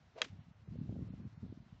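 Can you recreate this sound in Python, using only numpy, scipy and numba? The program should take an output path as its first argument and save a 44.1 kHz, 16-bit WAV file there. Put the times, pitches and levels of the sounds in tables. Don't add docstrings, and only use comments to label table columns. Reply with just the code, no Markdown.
import sys
import numpy as np
from scipy import signal
from scipy.fft import dct
from scipy.io import wavfile
from scipy.ndimage import uniform_filter1d
from numba import njit

SR = 44100
rng = np.random.default_rng(int(sys.argv[2]) if len(sys.argv) > 2 else 0)


def rack_gain(trim_db):
    fader = np.asarray(trim_db, float)
    return 10 ** (fader / 20)


def materialize(psi):
    bounded = np.clip(np.atleast_2d(psi).T, -1, 1)
    quanta = np.round(bounded * 32767).astype(np.int16)
    wavfile.write(sys.argv[1], SR, quanta)


N = 79380


@njit
def svf(x, hz, width):
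    y, band, low = np.empty(len(x)), 0., 0.
    for i in range(len(x)):
        g = np.tan(np.pi * hz[i] / SR)
        damping = width[i] / hz[i]
        v = (band + g * (x[i] - low)) / (1 + g * (g + damping))
        band = 2 * v - band
        low = low + 2 * g * v
        y[i] = damping * v
    return y


def noise(hz, width_hz):
    hz, width_hz = hz * np.ones(N), width_hz * np.ones(N)
    once = svf(rng.standard_normal(N), hz, width_hz)
    twice = svf(once, hz, width_hz)
    return twice / np.sqrt(np.mean(twice ** 2))


def walk(rate):
    hold = int(SR / rate)
    steps = np.repeat(rng.standard_normal(N // hold + 1), hold)
    return 1.3 * uniform_filter1d(uniform_filter1d(steps, hold), hold)[:N]


def add(out, s, db, hz, cycles, phase):
    half = int(2 * cycles / hz * SR)
    i = np.arange(max(int(s * SR) - half, 0), min(int(s * SR) + half, N))
    turns = (i / SR - s) * hz
    bell = np.exp(-(2 * turns / cycles) ** 2)
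    out[i] += rack_gain(db) * bell * np.cos(2 * np.pi * turns + phase)


def fade(t, start_s, t60_s):
    return (t >= start_s) * rack_gain(-60 * np.maximum(t - start_s, 0) / t60_s)


def hiss():
    # (frequency [Hz], density [dB per Hz])
    air_tilt = [(60, -9.5), (150, -3.5), (400, -8.5), (700, 1.5), (1300, -4.5), (4400, -13.5),
                (6400, -19.5), (7600, -22.5)]
    tilt_hz, tilt_db = np.array(air_tilt).T
    level_db, swell_db, flicker_db = -73, -1, -1
    out, swell = 0, walk(12)
    for hz in 60 * 2 ** np.arange(0, 7.1, .5):
        db = np.interp(np.log(hz), np.log(tilt_hz), tilt_db) + 10 * np.log10(hz)
        db = db + swell_db * swell + flicker_db * walk(12)
        out = out + rack_gain(db) * noise(hz, hz / 2)
    return rack_gain(level_db) * out / np.sqrt(np.mean(out ** 2))


def rustle(t):
    # (time [s], level [dB], centre [Hz], length [s])
    leaf_swells = [
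        (.42, -81, 3000, .025),
        (.93, -81, 3200, .02),
        (1.622, -86, 4400, .013),
        (1.75, -84, 2800, .03),
    ]
    out = np.zeros(N)
    for s, db, hz, length_s in leaf_swells:
        out += rack_gain(db) * np.exp(-((t - s) / length_s) ** 2) * noise(hz, hz / 2)
    return out


def wind(t):
    # (time [s], level [dB])
    gust_curve = [(0, -65.5), (0.099, -69.5), (.17, -72), (.29, -70), (0.331, -56), (.37, -63),
                  (.56, -68.5), (0.664, -61), (0.684, -50), (0.978, -44.5), (1.05, -51), (1.261, -49.5),
                  (1.31, -63), (1.41, -59.5), (1.438, -48), (1.542, -58), (1.559, -61.5), (1.8, -66)]
    # (time [s], peak [dB], pitch [Hz])
    main_puffs = [(0.332, -41.5, 115.3), (0.392, -44, 133), (0.485, -47, 152), (0.514, -47.5, 144),
                  (0.687, -38, 129), (0.723, -39.5, 148.6), (0.757, -36.5, 197), (0.789, -32.5, 175),
                  (0.816, -31, 183), (0.839, -36.5, 129), (0.861, -43, 164), (0.893, -31, 159),
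                  (0.926, -33, 203), (0.967, -33, 174), (0.992, -34, 185), (1.025, -34.5, 183),
                  (1.085, -38, 144), (1.106, -35, 167), (1.139, -37, 198), (1.202, -37, 163),
                  (1.22, -41.5, 136.7), (1.253, -40.5, 136), (1.275, -43, 153), (1.378, -40, 139),
                  (1.433, -36, 154), (1.464, -43.5, 150), (1.526, -38.5, 228), (1.576, -42, 205),
                  (1.604, -43.5, 130), (1.728, -42, 145)]
    # (time [s], peak [dB], pitch [Hz])
    more_puffs = [(.303, -46, 110), (.322, -48, 105), (.41, -51, 115), (.47, -52, 140), (.6, -57, 80),
                  (.628, -50, 95), (.978, -35, 130), (1.18, -44, 200), (1.445, -39, 170), (1.5, -46, 200),
                  (1.665, -55, 180), (1.745, -52, 130)]
    # (time [s], peak [dB], pitch [Hz])
    eddy_flicks = [(.678, -52, 330), (.758, -44, 400), (.894, -45, 520), (.926, -46, 450), (.957, -47, 480),
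                   (.965, -43, 450), (.991, -43, 400), (1.022, -50, 350), (1.09, -52, 400),
                   (1.138, -50, 500), (1.2, -52, 380), (1.432, -50, 330), (1.463, -51, 380),
                   (1.526, -50, 380)]
    # (centre [Hz], width [Hz], level over the gust [dB], extra per dB of gust [dB])
    port_bands = [
        (55, 35, -10, -.3),
        (105, 70, -2, -.05),
        (190, 110, -5, .2),
        (320, 130, -19, .5),
    ]
    puff_db, puff_cycles = -0.5, 1.1
    buffet_db, buffets_per_s, own_db = 2.4, 55, 2.2
    port_top_hz = 420

    puffs = np.zeros(N)
    eddies = list(main_puffs) + list(more_puffs) + list(eddy_flicks)
    for (s, db, hz), turn in zip(eddies, rng.random(len(eddies))):
        add(puffs, s, db + puff_db, hz, puff_cycles, 2 * np.pi * turn)

    when, db = np.array(gust_curve).T
    gust = np.interp(t, when, db) + buffet_db * walk(buffets_per_s)
    flow = 0
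    for hz, width_hz, over_db, steep in port_bands:
        band_db = gust + over_db + steep * (gust - db.max()) + own_db * walk(29.99)
        flow = flow + rack_gain(band_db) * noise(hz, width_hz)
    return puffs + signal.sosfilt(signal.butter(2, port_top_hz, fs=SR, output="sos"), flow)


def swing(t):
    # (time [s], vortex pitch of the shaft [Hz], level [dB])
    downswing = [
        (0.111, 250, -85),
        (.14, 310, -72.5),
        (0.166, 450, -62),
        (0.186, 610, -54.5),
        (.21, 620, -57.5),
        (0.237, 420, -61),
        (.265, 300, -66),
        (.3, 250, -84),
    ]
    when, pitch_hz, db = np.array(downswing).T
    head_db, head_steep = -5, 1.8
    hz = np.interp(t, when, pitch_hz)
    level_db = np.interp(t, when, db, left=-120, right=-120)
    shaft = rack_gain(level_db + 3.1 * walk(120)) * noise(hz, .6 * hz)
    tear_db = db.max() + head_db + head_steep * (level_db - db.max())
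    return shaft + rack_gain(tear_db + 1.5 * walk(200)) * noise(2000, 3200)


def strike(t):
    # (time [s], level [dB], pitch [Hz], cycles)
    contacts = [
        (.21779, -13, 2600, .85),
        (.21852, -20.5, 5200, .9),
        (.21933, -20, 3000, 1.2),
        (.2211, -26, 2900, 1.1),
        (.22175, -25.5, 1800, 1.3),
        (.2244, -32, 1900, 1.4),
        (.21826, -29, 6400, 5),
    ]
    # (time [s], level [dB], pitch [Hz], cycles)
    late_knocks = [
        (.232, -45, 600, 1.1),
        (.231, -48, 6000, 8),
        (.2485, -48, 1400, 2.5),
        (.226, -56, 260, 2.5),
        (.245, -58, 200, 3),
        (.263, -60, 150, 2),
    ]
    # (frequency [Hz], level [dB], t60 [s])
    head_modes = [(460, -11, .045), (780, -15, .03), (940, -15, .03), (1300, -7, .035), (1720, -6, .035),
                  (2045, -1, .035), (2640, -5, .04), (3250, 0, .038), (3950, -13, .025), (4550, -9, .028),
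                  (5000, -8, .025), (6250, -13, .022), (6720, -14, .02)]
    strike_s, ring_db = .2181, -35
    rattle_db, rattle_t60_s = -39, .035
    scatter_db, scatter_t60_s = -51.5, .23
    trees_s, trees_db, trees_spread_s = .247, -57, .008

    clicks = np.zeros(N)
    for s, db, hz, cycles in list(contacts) + list(late_knocks):
        add(clicks, s, db, hz, cycles, np.pi / 2)

    ring = np.zeros(N)
    for k, (hz, db, t60_s) in enumerate(head_modes):
        tone = np.sin(2 * np.pi * hz * (t - strike_s))
        ring += (-1) ** k * rack_gain(ring_db + db) * fade(t, strike_s, t60_s) * tone

    rattle = rack_gain(rattle_db + 5.9 * walk(900)) * fade(t, strike_s, rattle_t60_s) * noise(2800, 3200)
    grass = rack_gain(scatter_db) * fade(t, strike_s, scatter_t60_s)
    trees = rack_gain(trees_db) * np.exp(-((t - trees_s) / trees_spread_s) ** 2)
    grain = rack_gain(2.2 * walk(250))
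    return clicks + ring + rattle + (grass + trees) * grain * noise(2240, 4000)


def scene():
    t = np.arange(N) / SR
    return (hiss() + rustle(t) + wind(t) + swing(t) + strike(t))[None]


def starve(x):
    # (centre time [s], treble thins above [Hz], length [s])
    thin_moments = [(.15, 6800, .07), (.41, 4300, .085), (.54, 3300, .085), (.665, 2600, .085),
                    (.772, 4800, .03), (.79, 4600, .03), (.808, 5200, .03), (1.092, 4500, .03),
                    (1.11, 4200, .03), (1.128, 3000, .03), (1.24, 2700, .075), (1.37, 2600, .08),
                    (1.5, 4800, .085), (1.62, 5200, .085)]
    keep_over_db, kept_db = 6.2, 3.5
    out = x.copy()
    for s, hz, length_s in thin_moments:
        size = int(length_s * SR)
        bell = np.sqrt(signal.windows.tukey(size, .7))
        line_hz = np.arange(size) * SR / size / 2
        i = int(s * SR) - size // 2 + np.arange(size)
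        lines = dct(x[i] * bell, norm="ortho")
        around = uniform_filter1d(lines ** 2, size=size // 50)
        strong = lines ** 2 > rack_gain(2 * keep_over_db) * around
        change = np.where(line_hz > hz, lines * (strong * rack_gain(kept_db) - 1), 0)
        out[i] += bell * dct(change, type=3, norm="ortho")
    return out


def roll_off(x):
    return signal.sosfilt(signal.butter(12, 8760, fs=SR, output="sos"), x)


def record(dry):
    low_hz, top_hz, floor_db = 58.4, 7650, -101
    x = signal.sosfilt(signal.butter(3, low_hz, "high", fs=SR, output="sos"), dry)
    x = signal.sosfiltfilt(signal.butter(8, top_hz, fs=SR, output="sos"), x)
    mix = starve(x[0])[None] + rack_gain(floor_db) * rng.standard_normal(x.shape)
    return roll_off(mix)


dry = scene()
out = record(dry)
materialize(out)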